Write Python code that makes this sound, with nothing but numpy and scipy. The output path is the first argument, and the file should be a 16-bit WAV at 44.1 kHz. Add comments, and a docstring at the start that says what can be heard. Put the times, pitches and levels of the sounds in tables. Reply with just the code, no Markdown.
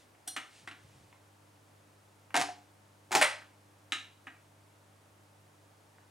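"""A record changer's steel parts and disc strike one another through a cycle, on a workbench in a small room.
A pawl pings, levers click, the disc rattles on the spindle, snaps off its ledge and slaps onto the platter,
then the tone arm's linkage knocks: each blow is a click, a dense noise ring and decaying sine modes.
Jolts make the deck boom. Fainter are shaped noise for a fading tail, sliding steel and soft bumps,
a hum of sine lines that steps up as the motor is switched on, and coloured noise for room tone."""
import sys
import numpy as np
from scipy import signal
from scipy.fft import rfft, irfft, next_fast_len
from scipy.io import wavfile
from scipy.ndimage import map_coordinates

SR = 44100
rng = np.random.default_rng(int(sys.argv[2]) if len(sys.argv) > 2 else 0)


def dump_mix(stems):
    """Bounce the given channels to the path in sys.argv[1] as a 16-bit WAV at rate SR."""
    frames = np.atleast_2d(stems).T  # one column per channel
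    limited = np.clip(frames, -1, 1)  # hard clip at full scale
    pcm = np.round(limited * 32767).astype(np.int16)
    wavfile.write(sys.argv[1], SR, pcm)


N = 269010  # samples in the scene
AGE = np.arange(SR * 3 // 4) / SR  # seconds since a blow


def amp(db):
    """Decibel law: the amplitude ratio of a level in dB."""
    return 10 ** (np.asarray(db) / 20)


def unit(x):
    """Mean power: scale to rms 1."""
    return x / np.sqrt(np.mean(x ** 2) + 1e-20)


def unit_energy(x):
    """Total energy: scale the sum of squares to 1."""
    return x / np.linalg.norm(x)


def fade(t, t60):
    """Exponential damping: the level falls 60 dB in t60 seconds."""
    return amp(-60 * t / np.maximum(t60, 1e-3))


def along(points, hz):
    """Logarithmic frequency scale: interpolate (Hz, value) points, held flat beyond the ends."""
    f, v = np.transpose(points)
    return np.interp(np.log(hz + 1), np.log(f + 1), v)


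def filtered(x, response):
    """Linear filtering: multiply the spectrum by a complex response of frequency."""
    size = next_fast_len(x.shape[-1] + 4096, True)
    spectrum = rfft(x, size) * response(np.fft.rfftfreq(size, 1 / SR))
    return irfft(spectrum, size)[..., :x.shape[-1]]


def coloured(x, points):
    """Minimum phase: a causal filter with the gain of (Hz, dB) points, so that attacks stay sharp."""
    size = 4096
    cepstrum = irfft(np.log(amp(along(points, np.fft.rfftfreq(size, 1 / SR)))))
    # folding the cepstrum onto positive times makes the response causal
    cepstrum[1:size // 2] *= 2
    cepstrum[size // 2 + 1:] = 0
    impulse = irfft(np.exp(rfft(cepstrum)))
    return signal.fftconvolve(x, impulse)[:len(x)]


def add(track, s, sound):
    """Superposition: mix a sound into the track at time s."""
    part = track[..., round(s * SR):][..., :sound.shape[-1]]
    part += sound[..., :part.shape[-1]]


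def noise(spectrum):
    """Stationary random sound: noise of rms 1 coloured by (Hz, dB) points."""
    white = rng.standard_normal(N)
    return unit(filtered(white, lambda hz: amp(along(spectrum, hz))))


def modal_ring(hz, strength, t60):
    """Modal superposition: damped sines of random starting phase."""
    phase = rng.random(hz.shape)
    return (strength * fade(AGE, t60) * np.sin(2 * np.pi * (hz * AGE + phase))).sum(0)


# Decay of the small room. Each row: frequency in Hz, 60 dB decay time in s.
ROOM_DECAY = [(150, 0.29), (600, 0.35), (2000, 0.36), (5000, .38), (9000, .3), (14000, 0.2)]


def reverberation(x, build_up=0.0036):
    """Diffuse decay: a fresh noise tail builds up in seconds, then dies soonest at the top of the treble."""
    hz, t, z = signal.stft(rng.standard_normal(len(AGE)), SR, nperseg=256)
    decaying = z * fade(t, along(ROOM_DECAY, hz)[:, None])
    tail = signal.istft(decaying, SR)[1][:len(AGE)]
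    # build_up is a time constant in seconds
    response = unit_energy(tail * (1 - np.exp(-AGE / build_up)))
    return signal.fftconvolve(x, response)[:len(x)]


# Knock, middle band and crack of a blow. Each row: lower edge in Hz, upper edge in Hz.
BLOW_BANDS = [(150, 1000), (1000, 4500), (4500, 15000)]


def hardness(x, knock_db, crack_db):
    """Contact stiffness: gains that steer low knock and high crack against the middle; deep bass is weak."""
    power = np.abs(rfft(x)) ** 2 / len(x)
    hz = np.fft.rfftfreq(len(x), 1 / SR)
    have_db = np.array([10 * np.log10(power[(hz > lo) & (hz < hi)].sum()) for lo, hi in BLOW_BANDS])
    low, middle, high = np.array([knock_db, 0, crack_db]) - have_db
    return [(40, low - 30), (130, low), (850, low), (1200, middle), (2100, middle), (5200, high)]


def strikes(rows, body, modes, level_db, body_t60, modes_db, room_db, side_db=-8):
    """Impact excitation: each contact is a click, a short dense ring and clear modes, heard in the room."""
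    mid, side = np.zeros((2, N))
    hz, mode_db, t60 = np.transpose(modes)[:, :, None]
    for s, db, knock_db, crack_db, click_db in rows:
        blow = unit_energy(rng.standard_normal(len(AGE)) * fade(AGE, body_t60))
        blow[0] += amp(click_db)
        dense = unit_energy(coloured(blow, body))
        # the point of contact varies, so the modes share the blow differently each time
        strength = amp(mode_db + rng.normal(0, 1.66, hz.shape))
        onset = 1 - np.exp(-AGE / 0.00052)
        ring = unit_energy(modal_ring(hz, strength, t60) * onset)
        heard = dense + amp(modes_db) * ring + amp(room_db) * reverberation(dense)
        shares = hardness(heard, knock_db, crack_db)
        add(mid, s, amp(db + level_db) * coloured(heard, shares))
        side_gain = amp(db + level_db + room_db + side_db)
        add(side, s, side_gain * coloured(reverberation(dense), shares))
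    return np.array([mid, side])


def rebounding(throws, loss_db, knock_db, click_db):
    """Inelastic rebound: each throw hits its stop and strikes once more, weaker by loss_db."""
    rebound_s = .0098
    rows = []
    for s, db, crack_db in throws:
        for k in range(2):
            rows.append((s + k * rebound_s, db - k * loss_db, knock_db, crack_db, click_db))
    return rows


def rocking(s, heaviest_s, peak_db, fall_db_per_s):
    """Rocking of a rigid body: the disc's low knock falls away on both sides of its heaviest jolt."""
    return peak_db - fall_db_per_s * abs(s - heaviest_s)


def changer():
    """Superposition of impacts: all contacts of the cycle, as mid and side."""
    return pawl() + levers() + ticks() + arm() + rattle() + settle() + push() + landing()


# In every table of contacts the level is relative: the part's level_db is added to it.
# Pawl contacts. Each row: start in seconds, level in dB.
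PAWL_CONTACTS = [(0.2695, -55), (0.2748, -39), (0.2773, -34)]
# Colour of the pawl's dense ring. Each row: frequency in Hz, gain in dB per Hz.
PAWL_COLOUR = [(120, -37), (290, -11.5), (500, -29), (735, -10), (950, -24), (1600, -5), (2400, -15.5),
               (3300, -6), (5000, -10), (7500, -8.5), (9200, 1.5), (10600, -2.5), (12300, -12),
               (15500, -25)]
# Clear modes of the pawl. Each row: frequency in Hz, relative strength in dB, 60 dB decay time in s.
PAWL_RESONANCES = [(290, -18, .22), (730, -6.5, 0.17), (752, -7, 0.16), (1485, -11, 0.22), (2905, -2, 0.22),
                   (3490, -7, .3), (4180, -4, 0.48), (4220, -5, 0.29), (5780, 2.5, 0.27), (8790, 0, 0.24),
                   (8910, 4, 0.42), (9340, -1, 0.33), (10200, -6, .2), (12270, -9, .15)]


def pawl(thud_db=-43, crack_db=8.5, click_db=-15, brighten=.72):
    """Nonlinear contact: the pawl touches, then snaps in; one dull thud, but brighter the harder it hits."""
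    top_db = max(db for s, db in PAWL_CONTACTS)
    rows = [(s, db, thud_db - db, crack_db + brighten * (db - top_db), click_db)
            for s, db in PAWL_CONTACTS]
    return strikes(rows, PAWL_COLOUR, PAWL_RESONANCES,
                   level_db=14, body_t60=.08, modes_db=0, room_db=-6)


# Throws of the levers. Each row: start in seconds, level in dB, high crack over the middle band in dB.
LEVER_THROWS = [(0.3639, -25.5, -10.5), (0.6749, -32, -15), (0.7122, -38.5, -17), (2.3432, -18, -21.5),
                (4.2693, -33.5, -24.5)]
# Colour of the levers' dense ring. Each row: frequency in Hz, gain in dB per Hz.
LEVER_COLOUR = [(100, -36), (190, -25), (290, 1), (500, -31.5), (730, -2.5), (950, -9), (1250, 0.5),
                (1600, 2), (1850, 2.5), (2400, -1.5), (3300, -6), (4600, -19), (9000, -21.5), (15500, -45)]
# Clear modes of the levers, also rung by the ticks.
# Each row: frequency in Hz, relative strength in dB, 60 dB decay time in s.
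LEVER_RESONANCES = [(283.5, -15, 0.35), (735, -15, 0.19), (1350, 6, 0.35), (1400, 1, 0.32), (1584, 3, 0.32),
                    (1770, 8, 0.15), (1880, 9.5, 0.29), (2030, -19, 0.24), (2330, -2, 0.43),
                    (2620, -18, 0.36), (2860, -2, 0.42), (3970, -7, 0.38)]


def levers():
    """Impact and rebound: the cam throws steel levers against their stops."""
    rows = rebounding(LEVER_THROWS, loss_db=4.5, knock_db=-9.5, click_db=-16.5)
    return strikes(rows, LEVER_COLOUR, LEVER_RESONANCES,
                   level_db=14.5, body_t60=0.052, modes_db=-7.0, room_db=-6)


# Light ticks. Each row: start in seconds, level in dB.
TICK_CONTACTS = [(0.149, -57.5), (1.1267, -51), (2.3059, -47.5), (3.4196, -45), (5.984, -53)]
# Colour of a tick's dense ring. Each row: frequency in Hz, gain in dB per Hz.
TICK_COLOUR = [(200, -29), (600, -12), (1000, 3), (2000, 7), (2900, -5.5), (4500, -38), (15000, -38)]


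def ticks(thud_db=-53, crack_db=-22, click_db=-10):
    """Light impact: play in the levers gives brief ticks that ring the lever modes weakly."""
    rows = [(s, db, thud_db - db, crack_db, click_db) for s, db in TICK_CONTACTS]
    return strikes(rows, TICK_COLOUR, LEVER_RESONANCES,
                   level_db=15.0, body_t60=0.031, modes_db=-12, room_db=-5)


# Throw of the arm linkage. Each row: start in seconds, level in dB, high crack over the middle band in dB.
ARM_THROWS = [(3.9212, -17.5, -13.5)]
# Colour of the linkage's dense ring. Each row: frequency in Hz, gain in dB per Hz.
ARM_COLOUR = [(120, -43), (200, -28), (290, -2.5), (480, -39), (800, -8.5), (1100, -13.5), (1260, -2.5),
              (2000, -2.5), (2900, 1), (3950, 0.5), (4400, -15), (7200, -10.5), (9200, -17), (15500, -40.5)]
# Clear modes of the linkage. Each row: frequency in Hz, relative strength in dB, 60 dB decay time in s.
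ARM_RESONANCES = [(286, 0, 0.16), (1274, 14, 0.21), (1246, 15, 0.24), (1510, -9.5, .3), (1820, 4, 0.27),
                  (2780, -11, 0.28), (3540, -5, .27), (3940, -1, .3), (4070, 5.5, 0.43), (4003, -2, 0.32),
                  (5530, -14, 0.28), (7160, -7, .26), (8900, -5, 0.24)]


def arm():
    """Impact and rebound: the linkage that swings the tone arm in strikes twice."""
    rows = rebounding(ARM_THROWS, loss_db=6, knock_db=-17.5, click_db=-27)
    return strikes(rows, ARM_COLOUR, ARM_RESONANCES,
                   level_db=15.0, body_t60=0.047, modes_db=-5.0, room_db=-4)


# Disc against spindle. Each row: start in seconds, level in dB, first click over the dense ring in dB.
RATTLE_CONTACTS = [(2.3433, -24, -5), (2.3541, -19.5, -18), (2.3656, -14, 1.5), (2.3728, -17, -15),
                   (2.397, -22.5, -6), (2.4061, -22, 4), (2.4142, -17.5, 7), (2.421, -20.5, -10)]
# Colour of the rattle's dense ring. 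Each row: frequency in Hz, gain in dB per Hz.
RATTLE_COLOUR = [(60, -65), (110, -26), (155, -16), (215, -37), (290, 1), (340, -24), (600, -18.5),
                 (720, 3.5), (860, -3.5), (1150, -13), (2000, -14), (3400, -20), (9400, -26), (15500, -53)]
# Clear modes of the rattle. Each row: frequency in Hz, relative strength in dB, 60 dB decay time in s.
SPINDLE_RESONANCES = [(294.4, -0.5, 0.34), (384, -13.5, 0.43), (477, -8, 0.32), (689, -21, 0.22),
                      (711.4, 5, 0.29), (766, -18, .15), (812, -10, 0.2), (846, -5, .2), (933, 0.5, .2),
                      (1187, -11, 0.23), (1594, -8, 0.14), (1900, 2.5, 0.05), (2070, -13, 0.15)]


def rattle(crack_db=-3):
    """Repeated impact: the jolted disc rocks and chatters against the spindle."""
    rows = []
    for s, db, click_db in RATTLE_CONTACTS:
        knock = rocking(s, heaviest_s=2.358, peak_db=-11.5, fall_db_per_s=124)
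        rows.append((s, db, knock - db, crack_db, click_db))
    return strikes(rows, RATTLE_COLOUR, SPINDLE_RESONANCES,
                   level_db=8.5, body_t60=0.044, modes_db=-1.0, room_db=-7.5)


# Last rocking of the disc. Each row: start in seconds, level in dB.
SETTLE_CONTACTS = [(2.486, -38), (2.4944, -39), (2.5594, -54)]
# Colour of its dense ring. Each row: frequency in Hz, gain in dB per Hz.
SETTLE_COLOUR = [(200, -42), (550, -30), (720, 0), (850, -3), (1150, -17), (1950, -11), (3000, -17),
                 (9000, -28), (15500, -48)]
# Its clear modes. Each row: frequency in Hz, relative strength in dB, 60 dB decay time in s.
SETTLE_RESONANCES = [(708.6, 5, 0.13), (720, 0, .18), (815, -8, .2), (826, -5, 0.22)]


def settle(knock_db=13.5, crack_db=-17, click_db=-20):
    """Weak excitation: the last soft rocking of the disc is too light to shake the deck."""
    rows = [(s, db, knock_db, crack_db, click_db) for s, db in SETTLE_CONTACTS]
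    return strikes(rows, SETTLE_COLOUR, SETTLE_RESONANCES,
                   level_db=11, body_t60=.04, modes_db=6, room_db=-11)


# Disc against ledge. Each row: start in seconds, level in dB.
PUSH_CONTACTS = [(3.109, -35), (3.1176, -22), (3.126, -20), (3.14, -26), (3.1514, -11.5), (3.156, -16.5),
                 (3.1684, -19)]
# Colour of the push's dense ring. Each row: frequency in Hz, gain in dB per Hz.
PUSH_COLOUR = [(60, -63), (110, -22), (158, -15), (215, -25.5), (340, -9.5), (500, -18.5), (720, -6.5),
               (845, -1), (1130, -17.5), (1900, -14.5), (3500, -21), (7500, -19.5), (15500, -40)]
# Clear modes of the push. Each row: frequency in Hz, relative strength in dB, 60 dB decay time in s.
LEDGE_RESONANCES = [(145, -4.5, 0.072), (341, 1, 0.056), (378, -6, 0.3), (636, -9, 0.35), (704, -6, 0.12),
                    (833, 4, 0.38), (980, 1, 0.27), (1550, -10, 0.22), (2000, -10.5, .2),
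                    (4840, -10.5, 0.37)]


def push(crack_db=-4.5, click_db=-2, sharpen=2.0, touch_db=-31):
    """Nonlinear contact: the disc scrapes along its ledge and snaps off; harder contacts click more."""
    snap_s, snap_db = max(PUSH_CONTACTS, key=lambda row: row[1])
    rows = []
    for s, db in PUSH_CONTACTS:
        knock = rocking(s, snap_s, peak_db=-12.5, fall_db_per_s=399.5)
        crack = crack_db + 2 * min(db - touch_db, 0)  # a mere touch has less crack
        click = click_db + sharpen * (db - snap_db)
        rows.append((s, db, knock - db, crack, click))
    return strikes(rows, PUSH_COLOUR, LEDGE_RESONANCES,
                   level_db=12.5, body_t60=.07, modes_db=-9.5, room_db=-5)


# Disc against platter. Each row: start in seconds, level in dB.
LANDING_CONTACTS = [(3.2138, -10), (3.2222, -11), (3.2262, -9.5), (3.2428, -14.5)]
# Colour of the landing's dense ring. 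Each row: frequency in Hz, gain in dB per Hz.
LANDING_COLOUR = [(70, -52.5), (130, -31), (280, -19.5), (430, -22), (600, 0.5), (760, -9.5), (900, -4.5),
                  (1300, -8.5), (1650, -4.5), (1880, 1), (2150, -4), (3000, -10), (6500, -19.5),
                  (9200, -14.5), (15500, -44.5)]
# Clear modes of the landing. Each row: frequency in Hz, relative strength in dB, 60 dB decay time in s.
DISC_RESONANCES = [(594, -2, 0.2), (604, -3, 0.21), (784, -6.5, .25), (830, -11, .25), (966, -2, 0.28),
                   (1287, -7, 0.36), (1520, -6, .25), (1820, 2, .22), (1867, 6, 0.25), (1960, 1.5, 0.3),
                   (2060, -5, 0.22), (2157, -7, 0.3), (2331, 1, .3)]


def landing(crack_db=-8.5, click_db=-9):
    """Impact of a plate: the disc's weight slaps onto the platter first, then the rim clatters."""
    rows = []
    for s, db in LANDING_CONTACTS:
        knock = rocking(s, heaviest_s=3.217, peak_db=-13, fall_db_per_s=601)
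        rows.append((s, db, knock - db, crack_db, click_db))
    return strikes(rows, LANDING_COLOUR, DISC_RESONANCES,
                   level_db=12, body_t60=0.064, modes_db=-8.5, room_db=-6.0)


# Jolts that shake the whole deck. Each row: start in seconds, level in dB, to which the mode's is added.
DECK_JOLTS = [(2.378, -31), (3.158, -33)]
# Modes of the deck. Each row: frequency in Hz, relative strength in dB, 60 dB decay time in s.
DECK_RESONANCES = [(155, -10.5, .15), (294, -0.5, .24)]


def deck(rise_s=.009):
    """Resonance of a sprung mass: heavy jolts set the deck booming after a moment's build-up."""
    boom = np.zeros(N)
    hz, mode_db, t60 = np.transpose(DECK_RESONANCES)[:, :, None]
    for s, db in DECK_JOLTS:
        ring = modal_ring(hz, amp(mode_db), t60)
        add(boom, s, amp(db) * ring * (1 - np.exp(-AGE / rise_s)))
    return boom


# Tail and swells of hiss. Each row: peak in seconds, half length in s (to 1/e of the peak), peak level in dB.
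HISS_SWELLS = [(0, .06, -67), (0.575, 0.077, -61.5), (0.922, 0.24, -70)]
# Colour of the hiss. Each row: frequency in Hz, gain in dB per Hz.
HISS_COLOUR = [(600, -30), (2000, 5), (6000, 0.5), (9500, -2), (13000, -30), (16000, -22.5)]


def slide():
    """Shaped noise: a fading tail of hiss at the start, then two swells of steel sliding on steel."""
    t = np.arange(N) / SR
    level = sum(amp(db) * np.exp(-((t - s) / half) ** 2) for s, half, db in HISS_SWELLS)
    return level * noise(HISS_COLOUR)


# Soft low bumps. Each row: start in seconds, level in dB before the rise and decay.
SOFT_BUMPS = [(.63, -54.5), (0.844, -53), (.94, -58), (1.01, -52)]
# Colour of the bumps. Each row: frequency in Hz, gain in dB per Hz.
BUMP_COLOUR = [(25, -27), (55, -17), (100, 2.5), (140, 7), (200, -17), (400, -15), (1200, -53)]


def bumps(t60=0.21):
    """Damped transient: each bump is a dull push of low noise that dies quickly."""
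    level = np.zeros(N)
    for s, db in SOFT_BUMPS:
        add(level, s, amp(db) * fade(AGE, t60) * (1 - np.exp(-AGE / 0.0043)))
    return level * noise(BUMP_COLOUR)


# Weaker lines of the hum. Each row: frequency in Hz, mean level in dB, before the wavering.
HUM_LINES = [(150, -78.5), (200, -80.5), (298, -76), (560, -86), (598, -87.5), (899, -83)]


def motor(waver_db=1.5):
    """Magnetic hum at twice the mains frequency, with wavering lines, steps up as the motor is switched on."""
    switch_on_s, rise_s = .59, .04
    before_db, running_db = -73, -67
    t = np.arange(N) / SR
    strength = amp(np.interp(t, [switch_on_s, switch_on_s + rise_s], [before_db, running_db]))
    hum = strength * unit(np.sin(2 * np.pi * 100 * t))
    for hz, db in HUM_LINES:
        # slow random curves, four points a second, move each line's level and phase
        swell, drift = [map_coordinates(rng.standard_normal(64), [t * 4]) for _ in range(2)]
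        line = unit(np.sin(2 * np.pi * hz * t + 0.79 * drift))
        hum = hum + unit(strength) * amp(db + waver_db * swell) * line
    return hum


# Colour of the room tone. Each row: frequency in Hz, gain in dB per Hz.
AIR_COLOUR = [(25, -30.5), (45, -21.5), (65, -17), (110, -6.5), (150, -15.5), (230, -12.5), (310, -11.5),
              (500, -12), (850, -12.5), (1300, -16.5), (2100, -21), (4500, -26), (9500, -26.5),
              (15800, -37)]


def room_tone(level_db=-65.5):
    """Stationary background: the room's steady coloured noise, drawn afresh at each call."""
    return amp(level_db) * noise(AIR_COLOUR)


# Phase between the ports. Each row: frequency in Hz, lead of the left port in radians.
PORT_LEAD = [(0, 0), (520, -0.61), (950, -0.8), (5340, -0.36), (16400, -0.22)]
# Width of diffuse sound. Each row: frequency in Hz, side gain in dB.
DIFFUSE_WIDTH = [(60, -19), (130, -8), (290, -5.5), (640, -2.5), (1410, -1.5), (3100, -4), (6820, -8.5),
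                 (15000, -17.5)]


def scene():
    """Interchannel phase and coherence: two close microphone ports, between which diffuse sound differs."""
    mid, side = changer()
    direct = mid + deck() + slide()
    # each port takes half of the phase lead, with opposite signs
    near = filtered(direct, lambda hz: np.exp(.5j * np.outer([1, -1], along(PORT_LEAD, hz))))
    diffuse = filtered(side + room_tone(), lambda hz: amp(along(DIFFUSE_WIDTH, hz)))
    return near + room_tone() + motor() + bumps() + np.outer([1, -1], diffuse)


def record(dry, top_hz=15950):
    """Band limiting: nothing at or above top_hz passes."""
    return filtered(dry, lambda hz: hz < top_hz)


dry = scene()
out = record(dry)
dump_mix(out)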